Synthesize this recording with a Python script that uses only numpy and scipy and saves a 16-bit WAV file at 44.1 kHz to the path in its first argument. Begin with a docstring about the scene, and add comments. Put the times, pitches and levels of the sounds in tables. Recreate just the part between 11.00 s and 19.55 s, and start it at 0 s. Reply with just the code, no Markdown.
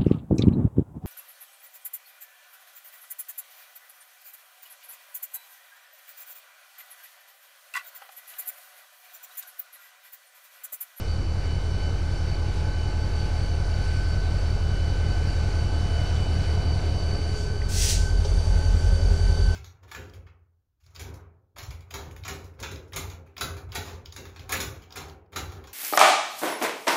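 """A far-off exhaust throb, patterned once a crank turn, runs from the start with engine roar, gear whine and
a blower whistle: a sixteen-cylinder diesel locomotive idles slowly through a rail yard, cross-faded to a
close view. Firing pulses ring through a pipe; fans, wheels and air are coloured noise; gears, blower and
upper exhaust tones are wavering sines tied to the crank. Loose metal ticks, knocks and a coupling clank are
short noise bursts. A hollow howl swells in the roar, and air valves blow off with an echo."""
import sys
import numpy as np
from scipy import signal
from scipy.fft import rfft, irfft, next_fast_len
from scipy.io import wavfile
from scipy.ndimage import uniform_filter1d

SR = 44100
rng = np.random.default_rng(int(sys.argv[2]) if len(sys.argv) > 2 else 0)


def makeup_ratio(level_db):
    """Linear amplitude ratio for a level in decibels (20 dB per factor of ten)."""
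    decades = np.asarray(level_db, float) / 20
    return 10 ** decades


def to_wav(s):
    """Save 16-bit WAV."""
    ch = np.atleast_2d(s).T  # columns
    pcm = np.round(np.clip(ch, -1, 1) * 32767)  # PCM
    wavfile.write(sys.argv[1], SR, pcm.astype(np.int16))


N = 377055
T = np.arange(N) / SR  # time of every sample [s]

# Crankshaft, far then near: (speed [turns/s], drift [turns/s^2], moment of that speed [s])
CRANK = [(5.38159, .00117, 3.0), (5.42586, -.01408, 7.8)]
# Firings as they arrive at each vantage point, before the pipe rings: (crank angle [deg], strength [dB])
FIRING_FAR = [(16.4, -2.0), (34.8, -4.1), (66.3, -7.0), (76.8, -1.3), (117.0, -7.7), (140.3, -8.7),
              (161.2, 2.1), (186.6, -6.5), (207.3, 4.3), (217.0, -1.3), (233.9, -3.2), (259.6, -1.3),
              (289.0, -0.0), (307.0, -0.9), (335.1, -1.3), (350.3, 3.6)]
FIRING_NEAR = [(12.3, -4.6), (37.8, -19.4), (62.1, -9.8), (91.7, -3.1), (109.0, -11.6), (139.5, -5.1),
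               (164.4, -15.4), (180.9, 4.1), (197.1, -3.7), (228.5, -3.0), (260.0, 1.8), (268.9, 3.6),
               (280.9, -3.9), (327.5, -9.6), (347.5, 1.7), (354.9, -0.6)]
# Resonances of the exhaust pipe: (frequency [Hz], width [Hz], level [dB])
PIPE_FAR = [(50.0, 5.0, 13.9), (65.0, 90.0, 0.0), (114.8, 82.6, -3.4), (140.0, 16.3, -14.8)]
PIPE_NEAR = [(44.6, 5.0, 8.3), (86.3, 8.0, 0.0), (150.0, 100.0, -35.7), (165.1, 10.0, -18.1)]
STACK_HZ = 90  # corner below which the open stack radiates poorly
# Exhaust loudness, far then near: (time [s], deep throb level [dB], firing drone level [dB])
EXHAUST_LEVELS = [
    [(0.5, -31, -27), (2.0, -29.5, -26.5), (3.3, -26.8, -25), (4.4, -28.5, -24.5), (5.0, -30.5, -24.5),
     (5.65, -31.5, -23), (6.0, -32, -25.5), (6.4, -30, -26.5)],
    [(7.1, -21, -24.5), (7.4, -22, -24), (7.7, -20.5, -22), (8.55, -20.5, -22.5)],
]
# Upper exhaust tones on multiples of the crank speed, at the drone's mean level:
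# (multiple [crank orders], far level [dB], near level [dB])
EXHAUST_TONES = [(23, -60, -46), (26, -58, -54), (29, -54, -47), (31, -47, -52), (32, -57, -56),
                 (34, -58, -53), (35, -55, -52), (36, -55, -53), (37, -53, -60)]
# Noise colours, only the shape counts: (frequency [Hz], density [dB per Hz])
RUMBLE_COLOUR = [(10, -8), (22, 0.5), (33, 3), (45, -5), (70, -13), (110, -0.5), (165, 1), (200, -3.5),
                 (225, -11.5), (270, -35)]
ROAR_FAR = [(120, -33), (210, -17), (227, -8), (285, -2.5), (697, -9), (801, -10), (866, -12.5),
            (1350, -17.5), (1760, -57), (2970, -120)]
ROAR_NEAR = [(120, -50), (210, -14.5), (291, -5.5), (322, -16.5), (401, -4), (454, -7.5), (551, -14),
             (629, -10.5), (840, -15), (1350, -26), (1760, -59), (2970, -120)]
HISS_FAR = [(790, -44), (1350, -10.5), (1520, -7), (1860, -13), (2200, -9), (2800, -12.5), (3500, -16),
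            (4000, -10.5), (4560, -15.5), (5400, -12.5), (6900, -20.5), (8900, -23.5), (11000, -34),
            (15700, -45.5)]
HISS_NEAR = [(790, -34), (1350, -12.5), (1520, -11.5), (1880, -15), (2830, -16), (3690, -15.5),
             (4600, -15.5), (5200, -15), (6170, -12.5), (6700, -18.5), (9200, -21.5), (11500, -34),
             (15700, -44)]
# The engine draws nearer, far then near view; levels before the trims of each layer:
# (loudest time [s], roar level [dB], fan hiss level [dB], growth [dB/s], time to lose 20 dB after [s])
APPROACH = [(5.65, -37.8, -45, .4, 2.6), (7.9, -38.2, -45.3, .8, 2.6)]
# Gear whines, before swells and drift:
# (far frequency [Hz], near frequency [Hz], far level [dB], near level [dB], phase waver [rad])
GEARS = [(422, 400, -55, -52, 1.5), (545, 549, -60.5, -53, 1.3), (851.6, 856, -58, -59, .7),
         (1465, 1475, -59.5, -60, .6), (1519, 1530, -53.5, -53, .5), (2984, 3009, -56.5, -57, .9)]
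# Weaker gear whines: (far frequency [Hz], near frequency [Hz], level [dB])
WEAK_GEARS = [(1276, 1281, -65), (1550, 1567, -58), (3040, 3060, -63), (1701, 1712, -66), (2126, 2143, -63),
              (2331, 2347, -63)]
# One list per main gear, where its whine swells or sinks: (time [s], half length [s], change [dB])
GEAR_SWELLS = [
    [(1.0, .5, 2), (3.75, 0.19, 4), (4.5, .15, 6), (5.6, 0.36, 8), (6.35, 0.37, 11), (7.0, .15, 6),
     (7.5, .15, 5), (8.05, .3, 6)],
    [(2.55, .25, 7), (4.0, .2, 5), (6.0, .15, 7), (7.65, .3, 3.5), (8.0, .15, 5), (8.5, 0.25, 7)],
    [(.8, .3, 3), (2.0, .8, 9), (3.7, .4, 2.5), (4.7, .45, 7.5), (7.0, .15, 8.5), (7.62, .25, 11.5),
     (8.5, .2, 4.5)],
    [(1.3, .25, 6), (2.75, .2, 6), (3.8, .45, 6), (4.5, .15, 11), (5.0, .2, 9.5), (5.5, .2, 6),
     (7.9, .45, 7)],
    [(.4, .25, -6), (1.0, .35, 4), (2.0, .55, 4), (3.0, .35, 7.5), (3.75, .15, 3), (4.45, 0.29, 6.5),
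     (5.75, .15, 3), (6.55, 0.27, 5), (7.0, 0.16, 6.5), (7.8, .25, 6), (8.5, .3, 8)],
    [(.75, .2, 5), (3.9, 0.28, 5.5), (5.2, 0.84, 8), (6.25, 0.13, 2.5), (7.0, .2, 3), (8.35, 0.27, 2.5)],
]
DRIFT_DB = 1.0  # slow chance drift of each main gear whine
UNEVEN = .0017  # how far the crank runs unevenly, as a share of its speed
FASTEST_TURN = .55  # part of the turn where the crank is fastest
# Blower whistle and overtones: (far frequency [Hz], near frequency [Hz], level against the whistle [dB])
BLOWER_TONES = [(4563, 4596, -2), (6040, 6150, -16), (9092, 9160, -24)]
# Which side tone is strongest: (time [s], distance from the centre [steps of eight crank orders])
BLOWER_LEAN = [(0, -.7), (2.0, -.7), (3.3, -.2), (4.3, -.4), (5.5, .2), (8.5, .05)]
# Blower whistle loudness, before tone and side-tone offsets: (time [s], level [dB])
WHISTLE_LEVELS = [(0, -53), (1.2, -51.5), (1.7, -53), (2.4, -49), (3.6, -51), (4.6, -48.5), (5.2, -50),
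                  (5.7, -47), (6.4, -46), (7.1, -48), (7.4, -44.5), (7.7, -51), (8.0, -47), (8.3, -45),
                  (8.55, -49)]
# Hollow howl as the far engine draws level:
# (fullest time [s], level [dB], growth [dB/s], time to lose 20 dB [s])
HOWL = (5.7, -45.5, 4, 0.9)
# Colour of the howl, only the shape counts: (frequency [Hz], density [dB per Hz])
HOWL_COLOUR = [(520, -42), (620, -5), (700, 6), (770, -5), (900, -40)]
# Loose metal ticks along the train, level before attack and decay: (time [s], level [dB])
RATTLE = [(2.783, -49), (2.818, -49), (2.846, -50), (2.876, -46), (2.936, -46), (2.953, -47), (2.967, -47),
          (2.996, -47), (3.027, -49), (3.087, -46), (3.103, -46)]
# Bands of one tick: (frequency [Hz], level [dB], time to fall 60 dB [s])
RATTLE_RING = [(8200, 0, .02)]
# Single knocks, level before attack and decay: (time [s], level [dB], centre frequency [Hz])
KNOCKS = [(5.163, -37, 3400), (6.616, -37.5, 2100)]
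KNOCK_T60_S = .04
# A coupling takes up slack, level before attack and decay: (time [s], level [dB])
CLANK = (7.246, -32)
# Bands of the clank: (frequency [Hz], level [dB], time to fall 60 dB [s])
CLANK_RING = [(420, 0, .14), (724, -2, .1), (3400, -8, .08), (5300, -5, .12)]
# Air valves, close by and further away, level before flutter:
# (opens [s], full [s], shuts [s], level [dB], time to lose 20 dB [s])
VALVE_NEAR = (6.68, 6.845, 6.89, -25.7, .08)
VALVE_FAR = (6.25, 6.38, 6.41, -46.5, .12)
# Colour of the air blast, only the shape counts: (frequency [Hz], density [dB per Hz])
BLAST_COLOUR = [(700, -34), (1500, -15.5), (2400, -9.5), (3320, -7.5), (4500, -3), (6170, 0), (8000, -4),
                (10600, -11), (12400, -19), (14300, -15), (15700, -19)]
OPENING_S, BUILD_DB_PER_S = .015, 95  # first rush, then the pressure builds
# The far view dissolves into the near one: (start [s], end [s])
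FADE = (6.14, 7.37)


def unit(x):
    """Scaled to rms 1."""
    return x / np.sqrt(np.mean(x ** 2) + 1e-20)


def curves(rows):
    """One value per sample for each column after the time."""
    s, *columns = np.transpose(rows)
    return [np.interp(T, s, column) for column in columns]


def wobble(rate):
    """A random curve, rate knots a second."""
    knots = rng.standard_normal(int(N * rate / SR) + 2)
    return np.interp(T * rate, np.arange(len(knots)), knots)


def hump(peak_s, db, build_db_per_s, shut_s):
    """A level in dB that climbs steadily to its peak, then falls ever faster."""
    climb_db = build_db_per_s * np.maximum(peak_s - T, 0)
    fall_db = 20 * (np.maximum(T - peak_s, 0) / shut_s) ** 2
    return db - climb_db - fall_db


def filtered(x, response):
    """x shaped by a complex response of frequency."""
    m = next_fast_len(N + SR // 2)
    spectrum = rfft(x, m) * response(np.fft.rfftfreq(m, 1 / SR))
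    return irfft(spectrum, m)[..., :N]


def rush(colour, patchy_db):
    """Turbulent noise of rms 1: random gain patches in time and pitch, then coloured."""
    z = signal.stft(rng.standard_normal(N + 512), nperseg=512)[2]
    patches = uniform_filter1d(rng.standard_normal(z.shape), 5, 0)  # blurred across pitch
    patches = uniform_filter1d(patches, 12, 1)  # blurred across time
    noise = signal.istft(z * makeup_ratio(patchy_db * unit(patches)), nperseg=512)[1][:N]
    f, db = np.transpose(colour)
    return unit(filtered(noise, lambda hz: makeup_ratio(np.interp(np.log(hz + 1), np.log(f), db, -120, -120))))


def whine(hz, db, clock, flutter_db, flutter_rate, waver):
    """A tone tied to the crank's clock, swelling and wavering by chance."""
    level = np.sqrt(2) * makeup_ratio(db + flutter_db * wobble(flutter_rate))
    phase = 2 * np.pi * hz * clock + waver * wobble(2 * flutter_rate)
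    return level * np.sin(phase)


def exhaust(turns, firing, pipe, stack_hz, deep_db, drone_db, scatter_db):
    """One pressure pulse per firing, the same uneven pattern every turn, rung through the pipe."""
    angle, db = np.transpose(firing)
    due = (np.arange(int(turns[-1]) + 1)[:, None] + angle / 360).ravel()
    size = makeup_ratio(np.resize(db, len(due)) + scatter_db * rng.standard_normal(len(due)))
    at_sample = np.interp(due, turns, np.arange(N)).astype(int)
    pulses = np.bincount(at_sample, size * (due < turns[-1]), N)

    def pipe_and_stack(f):
        # neighbouring resonances have opposite sign
        modes = sum((-1) ** k * makeup_ratio(g) * 1j * f * w / (c * c - f * f + 1j * f * w)
                    for k, (c, w, g) in enumerate(pipe))
        # the open stack radiates little bass, the silencer swallows the edges of the pulses
        stack = (1j * f / (stack_hz + 1j * f)) ** 2
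        silencer = 1 / (1 + (f / 205) ** 12)
        return modes * stack * silencer

    out = filtered(pulses, pipe_and_stack)
    deep = filtered(out, lambda f: (f > 28) & (f < 57))
    drone = filtered(out, lambda f: f >= 57)
    return makeup_ratio(deep_db) * unit(deep) + makeup_ratio(drone_db) * unit(drone)


def upper_exhaust(view, clock, speed, drone_db):
    """Upper exhaust tones on multiples of the crank speed, following the drone's loudness."""
    follow_db = drone_db - drone_db.mean()
    return sum(whine(row[0] * speed, row[1 + view] + follow_db, clock, 1.5, 1.5, .3) for row in EXHAUST_TONES)


def engine_roar(view, roar, hiss):
    """Rumble, body and fan noise grow as the engine draws nearer; the fan hiss grows fastest."""
    loudest_s, roar_db, hiss_db, grows, sinks_s = APPROACH[view]
    nearer_db = hump(loudest_s, 0, grows, sinks_s)
    rumble = makeup_ratio(roar_db - 2.7 + nearer_db) * rush(RUMBLE_COLOUR, patchy_db=0.2)
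    body = makeup_ratio(roar_db - 1.07 + nearer_db + 0.27 * wobble(5.5)) * rush(roar, patchy_db=0.28)
    fans = makeup_ratio(hiss_db + 1.3 * nearer_db + 0.8 * wobble(7)) * rush(hiss, patchy_db=1.1)
    return rumble + body + fans


def gears(view, clock):
    """Meshing teeth of the gear train; their pitch swings once a crank turn."""
    speed = CRANK[view][0]
    swing = np.sin(2 * np.pi * (clock * speed - FASTEST_TURN))
    clock = clock + UNEVEN / (2 * np.pi * speed) * swing
    whines = 0
    for row, swells in zip(GEARS, GEAR_SWELLS):
        swell_db = sum(db * np.exp(-((T - s) / half) ** 2) for s, half, db in swells)
        level_db = row[2 + view] + swell_db + DRIFT_DB * wobble(3)
        whines = whines + whine(row[view], level_db, clock, 2.36, 14.0, row[-1])
    for row in WEAK_GEARS:
        whines = whines + whine(row[view], row[2], clock, 2.5, 11.0, 1.2)
    return whines


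def blower(view, clock, speed, whistle_db):
    """Eight exhaust gusts a turn split the blower whistle into side tones; overtones are rougher."""
    lean = curves(BLOWER_LEAN)[0]
    whistle = 0
    for row in BLOWER_TONES:
        roughness = 1.4 + .12 * abs(row[2])  # phase waver [rad]
        for k in (-2, -1, 0, 0.83, 1.8):  # side tones, in steps of eight crank orders
            level_db = whistle_db + row[2] - 5.3 * abs(k - lean)
            whistle = whistle + whine(row[view] + k * 8 * speed, level_db, clock, 4.0, 20.0, roughness)
    return whistle


def locomotive(view, firing, pipe, roar, hiss):
    """The running engine from one vantage point (0 far, 1 near), all its tones on one crank clock."""
    speed, drift, when = CRANK[view]
    turns = speed * T + drift * (T - when) ** 2 / 2
    clock = turns / speed
    deep_db, drone_db = curves(EXHAUST_LEVELS[view])
    throb = exhaust(turns, firing, pipe, STACK_HZ, deep_db, drone_db, scatter_db=0.35)
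    upper_tones = upper_exhaust(view, clock, speed, drone_db)
    noise = engine_roar(view, roar, hiss)
    whistle = blower(view, clock, speed, curves(WHISTLE_LEVELS)[0])
    return throb + upper_tones + noise + gears(view, clock) + whistle


def howl():
    """A narrow band of the roar stands out for a while."""
    return makeup_ratio(hump(*HOWL)) * rush(HOWL_COLOUR, patchy_db=2.0)


def knocks():
    """Metal strikes as noise bursts in half-octave bands, with a soft attack and quick decay."""
    out, t = np.zeros(N + SR), np.arange(SR // 8) / SR
    blows = [(s, db, RATTLE_RING) for s, db in RATTLE]
    blows += [(s, db, [(hz, 0, KNOCK_T60_S)]) for s, db, hz in KNOCKS]
    blows += [(*CLANK, CLANK_RING)]
    attack = 1 - np.exp(-t / 0.0016)
    for s, db, ring in blows:
        for hz, part_db, t60 in ring:
            band = signal.butter(2, [.85 * hz, 1.18 * hz], "band", fs=SR, output="sos")
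            burst = unit(signal.sosfilt(band, rng.standard_normal(len(t))))
            out[round(s * SR):][:len(t)] += makeup_ratio(db + part_db - 60 * t / t60) * attack * burst
    return out[:N]


def jet(opens_s, full_s, shuts_s, db, shut_s):
    """Compressed air rushes out of an opening valve, swells to full flow and dies as it shuts."""
    gap = np.clip((T - opens_s) / OPENING_S, 0, 1)
    building_db = hump(full_s, db, BUILD_DB_PER_S, N / SR)
    shutting_db = hump(shuts_s, db, 0, shut_s)
    flow_db = np.minimum(building_db, shutting_db)
    return gap * makeup_ratio(flow_db + 1.6 * wobble(40)) * rush(BLAST_COLOUR, patchy_db=1.4)


def air_valve():
    """Wagon sides send the blow-off back later and duller; distance dulls the far puff."""
    blow, t = jet(*VALVE_NEAR), T[:SR // 2]
    tail = rng.standard_normal(len(t)) * makeup_ratio(-60 * t / 0.53)  # falls 60 dB in 0.53 s
    echo = signal.fftconvolve(blow, tail / np.linalg.norm(tail))[:N]
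    distant = makeup_ratio(-1.5) * echo + jet(*VALVE_FAR)
    return blow + filtered(distant, lambda hz: 1 / np.sqrt(1 + (hz / 8000) ** 4))


def scene():
    """The two vantage points, cross-faded, with the howl, the valves and the knocks."""
    near = np.interp(T, FADE, [0, 1])
    far_view = locomotive(0, FIRING_FAR, PIPE_FAR, ROAR_FAR, HISS_FAR)
    near_view = locomotive(1, FIRING_NEAR, PIPE_NEAR, ROAR_NEAR, HISS_NEAR)
    engine = (1 - near) ** 0.61 * far_view + near ** 0.74 * near_view
    return (engine + howl() + knocks() + air_valve())[None]


def roll_off(x):
    """The treble ends steeply here."""
    return signal.sosfilt(signal.butter(12, 15870, fs=SR, output="sos"), x)


def record(dry):
    """The microphone has a narrow dip in the top octave and a steady offset."""
    heard = filtered(dry, lambda hz: makeup_ratio(-9 * np.exp(-((hz - 12700) / 350) ** 2)))
    mix = heard + 0.021
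    return roll_off(mix)


dry = scene()
out = record(dry)
to_wav(out)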